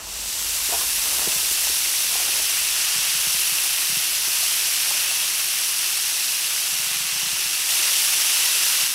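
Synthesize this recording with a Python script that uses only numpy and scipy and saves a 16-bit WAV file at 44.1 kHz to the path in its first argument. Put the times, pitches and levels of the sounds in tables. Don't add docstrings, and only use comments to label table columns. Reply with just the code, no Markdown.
import sys
import numpy as np
from scipy import signal
from scipy.fft import rfft, irfft
from scipy.io import wavfile
from scipy.ndimage import uniform_filter1d

SR = 44100
rng = np.random.default_rng(int(sys.argv[2]) if len(sys.argv) > 2 else 0)


def generate_wav(signal):
    frames = np.transpose(np.atleast_2d(signal))
    scaled = np.clip(frames, -1, 1) * 32767
    pcm = np.round(scaled).astype(np.int16)
    wavfile.write(sys.argv[1], SR, pcm)


N = 394254
TIME = np.arange(N) / SR

# frequency in Hz, spectral level in dB.
RUMBLE_COLOUR = [(15, -36), (30, -17), (42, 0), (64, -1), (85, -13), (130, -22), (185, -15), (300, -36),
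                 (1000, -80)]
# frequency in Hz, spectral level in dB.
BURST_COLOUR = [(100, -28.5), (260, -31.5), (340, -19.5), (450, -22.5), (700, -15), (1200, -10.5),
                (2000, -5.5), (3500, 0), (6200, 1), (7000, -1.5), (9000, -0.5), (11400, -1.5),
                (13000, -0.5), (15700, -11.5)]
# centre in Hz, width in Hz, lift in dB.
PLATE_RESONANCES = [(2735, 455, 4), (4600, 820, 1), (5420, 600, 2), (5910, 790, 2.5), (7900, 1200, 2),
                    (9380, 640, 2), (10310, 1040, 4.5)]


def amp(db):
    return 10 ** (np.asarray(db) / 20)


def unit_rms(x):
    return x / np.sqrt(np.mean(x ** 2) + 1e-20)


def spectrum(points, hz):
    f, value = np.transpose(points)
    return np.interp(np.log(hz + 1), np.log(f + 1), value)


def curve(rows, t):
    row_s, *columns = np.transpose(rows)
    return [np.interp(t, row_s, column) for column in columns]


def add(mix, start_s, sound):
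    part = mix[max(round(start_s * SR), 0):][:len(sound)]
    part += sound[:len(part)]


def response(points, peaks=(), size=8192):
    hz = np.fft.rfftfreq(size, 1 / SR)
    lifts_db = sum(lift * .5 ** ((2 * (hz - centre) / width) ** 2) for centre, width, lift in peaks)
    cepstrum = irfft(np.log(amp(spectrum(points, hz) + lifts_db)))
    cepstrum[1:size // 2] *= 2
    cepstrum[size // 2 + 1:] = 0
    return irfft(np.exp(rfft(cepstrum)))[:size // 2]


def coloured(x, points, peaks=()):
    return unit_rms(signal.oaconvolve(x, response(points, peaks))[:N])


def bursts(per_s, spread_db, max_spreads):
    size = amp(spread_db * np.minimum(rng.exponential(1, N), max_spreads))
    return unit_rms(size * rng.choice([-1, 1], N) * (rng.random(N) < per_s / SR))


def lid_pressure(t, start_s=7.65, end_s=8.9, ramp_s=.07):
    return np.clip((t - start_s) / ramp_s, 0, 1) * np.clip((end_s - t) / ramp_s, 0, 1)


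def outdoors(rumble_db=-47, fade_db_per_s=3.5, floor_db=-66, air_db=-56):
    # frequency in Hz, spectral level in dB.
    air_colour = [(40, -10), (88, -12), (125, 1.5), (165, -5.5), (210, 0), (255, -18.5), (335, 2.5),
                  (430, -9.5), (1000, -12), (4000, -61)]
    level = np.hypot(amp(rumble_db - fade_db_per_s * TIME), amp(floor_db))
    rumble = level * coloured(rng.standard_normal(N), RUMBLE_COLOUR)
    return rumble + amp(air_db) * coloured(rng.standard_normal(N), air_colour)


def bumps(pushes):
    # frequency in Hz, spectral level in dB.
    thud_colour = [(20, -17), (70, -31), (130, 1), (185, -2), (250, -14.5), (500, -15), (1500, -53)]
    out, thud = np.zeros(N), response(thud_colour)
    lead_s = np.argmax(abs(thud)) / SR
    for peak_s, db in pushes:
        add(out, peak_s - lead_s, amp(db) * thud / abs(thud).max())
    return out


def handling():
    # time in seconds, peak in dB.
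    pushes = [(1.276, -32), (1.36, -35), (2.96, -36), (2.984, -37), (3.086, -43), (3.151, -38),
              (3.271, -34), (3.347, -38), (3.523, -37), (3.898, -35), (3.926, -35), (3.97, -32),
              (7.461, -41), (8.832, -39)]
    return bumps(pushes)


def grip(start_s=6.71, firm_s=7.31, slips_per_s=20, first_db=-42, last_db=-36.5, weight_db=-57):
    count = round((firm_s - start_s) * slips_per_s) + 1
    times = np.linspace(start_s, firm_s, count) + rng.uniform(-.5, .55, count) / slips_per_s
    slips = bumps(zip(times, np.linspace(first_db, last_db, count)))
    leaning = np.exp(-((TIME - firm_s) / .17) ** 2)
    return slips + amp(weight_db) * leaning * coloured(rng.standard_normal(N), RUMBLE_COLOUR)


def knocks(rise_s=.00079):
    # start in seconds, peak in dB, pitch in Hz, seconds to fall by 60 dB.
    hits = [(.688, -32, 412, .077), (.724, -23, 620, .035), (.729, -21, 670, .05), (.737, -21, 677, .11),
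            (.811, -25, 1050, .05), (1.273, -23, 330, .027), (1.512, -34, 420, 0.027),
            (1.668, -28, 856, .03), (1.695, -34, 380, .05), (2.153, -26.5, 726, 0.066),
            (2.201, -26, 790, 0.025), (2.395, -30, 650, .027), (4.276, -37, 345, 0.067),
            (4.428, -30, 684, 0.033), (4.908, -26.5, 864, 0.05)]
    # multiple of its pitch, level in dB.
    modes = [(.68, -11), (1, -3.5), (1.17, -8), (1.42, -9.5), (2.1, -14.5)]
    out, t = np.zeros(N), TIME[:SR // 5]
    for start_s, db, hz, t60 in hits:
        ring = sum(amp(mode_db) * np.sin(2 * np.pi * (hz * ratio * t + rng.random()))
                   for ratio, mode_db in modes)
        ring *= np.exp(-np.log(1000) * t / t60) * (1 - np.exp(-t / rise_s))
        add(out, start_s, amp(db) * ring / abs(ring).max())
    return out


def juice_and_clunk(trickle_db=-46, drying_db_per_s=2, pressed_db=-51.5):
    # crest time in seconds, level in dB, half width in seconds.
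    swells = [(.76, -41.5, 0.079), (1.22, -38.5, 0.14), (2.26, -42, 0.13), (4.95, -47, .1)]
    # frequency in Hz, spectral level in dB.
    dull_colour = [(100, -17.5), (280, -7), (550, -2.5), (1050, -0.5), (1700, -8.5), (4000, -33)]
    trickle = amp(trickle_db - drying_db_per_s * TIME) + amp(pressed_db) * lid_pressure(TIME)
    swell_power = sum((amp(db) * np.exp(-((TIME - crest_s) / width_s) ** 2 / 2)) ** 2
                      for crest_s, db, width_s in swells)
    dull_pops = coloured(bursts(per_s=900, spread_db=2, max_spreads=6.1), dull_colour)
    return np.sqrt(trickle ** 2 + swell_power) * dull_pops


def spits(spray_s=.001, trim_db=-2, small_per_s=1.5, small_db=-9, lying_flat_s=.7):
    # start in seconds, peak in dB before the trim.
    loud = [(1.614, -7), (1.748, -7), (3.208, -7), (4.528, -8), (4.566, -8), (5.974, -8), (6.787, -9),
            (6.945, -8), (7.936, -3), (8.37, -7)]
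    out, t, ring = np.zeros(N), TIME[:400], response(BURST_COLOUR, PLATE_RESONANCES)
    small_starts = rng.uniform(lying_flat_s, N / SR, round(small_per_s * N / SR))
    for start_s, db in loud + [(s, small_db) for s in small_starts]:
        spray = .1 * rng.standard_normal(len(t)) * np.exp(-t / spray_s)
        snap = signal.fftconvolve((t == 0) + spray, ring)
        add(out, start_s, amp(db + trim_db) * snap / abs(snap).max())
    return out


def crackle(coarse_db=-8):
    fine = bursts(per_s=7000, spread_db=3.8, max_spreads=4.5)
    large = bursts(per_s=350, spread_db=.5, max_spreads=8.1)
    coarse = coloured(large, [(500, .5), (2800, -2.5), (5000, -9.5), (15000, -28)])
    return fine + amp(coarse_db) * coarse


def sizzle(crackle_db=-2.5, vents_db=.8, drying_s=1.5):
    # time in seconds, hiss level in dB,
    # then fine fizz and coarse bubbling in dB relative to the hiss.
    drift = [(1.0, -24.9, -0.5, -6.2), (1.55, -24.2, -1.4, -7.3), (2.1, -24.5, -1.1, -6.5),
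             (3.0, -24.3, -2.8, -4.4), (3.4, -24.2, -1.1, -6.0), (3.6, -25.3, -0.0, -4.6),
             (4.2, -25.2, -1.5, -5.3), (4.4, -24.1, -1.0, -5.8), (5.1, -24.7, -1.9, -4.8),
             (5.45, -25.9, -1.3, -5.0), (6.0, -25.3, -1.8, -6.0), (6.8, -26.1, -2.1, -5.1),
             (7.1, -26.6, -3.5, -3.9), (7.6, -25.9, -2.1, -4.7)]
    # offset at first touch in dB, settling time in seconds, lift under the lid in dB.
    contact = [(-13.8, .25, 3.3), (-19.5, .3, 3.5), (-14, .4, 2.9)]
    # frequency in Hz, lift in dB.
    wet_colour = [(1800, 1.1), (2700, -0.6), (3600, -0.5), (5700, -2), (7200, 2.5), (8600, 0.5),
                  (10300, -1), (12500, 1)]
    steam = rng.standard_normal(N) + amp(crackle_db) * crackle()
    steam = coloured(steam, BURST_COLOUR, PLATE_RESONANCES)
    hz, t, frames = signal.stft(steam, SR, nperseg=512, noverlap=384)
    level_db, fizz_db, bubbling_db = curve(drift, t)
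    hiss_contact, fizz_contact, bubbling_contact = (
        touch_db * np.exp(-t / settle_s) + lid_db * lid_pressure(t)
        for touch_db, settle_s, lid_db in contact)
    power = np.mean(abs(frames) ** 2, axis=1) * 4 / 3
    bubbling_own, hiss_own, fizz_own = (10 * np.log10(power[(hz > lo) & (hz < hi)].sum())
                                        for lo, hi in [(900, 3200), (3500, 9000), (9000, 15500)])
    low = spectrum([(3000, 1), (3800, 0)], hz)[:, None]
    high = spectrum([(8000, 0), (10000, 1)], hz)[:, None]
    db = level_db + (1 - low - high) * (hiss_contact - hiss_own)
    db += low * (bubbling_db + bubbling_contact - bubbling_own)
    db += high * (fizz_db + fizz_contact - fizz_own)
    db += spectrum(wet_colour, hz)[:, None] * np.exp(-(t / drying_s) ** 2)
    vents = uniform_filter1d(rng.standard_normal(frames.shape), size=5, axis=1)
    db += vents_db * unit_rms(uniform_filter1d(vents, size=6, axis=0))
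    return signal.istft(frames * amp(db), SR, nperseg=512, noverlap=384)[1][:N]


def scene():
    mono = sizzle() + spits() + juice_and_clunk() + knocks() + handling() + grip() + outdoors()
    return np.array([mono, mono])


def record(dry):
    lowpass = signal.firwin(1023, 15780, window=("kaiser", 9), fs=SR)
    return signal.oaconvolve(dry, lowpass[None], "same")


dry = scene()
out = record(dry)
generate_wav(out)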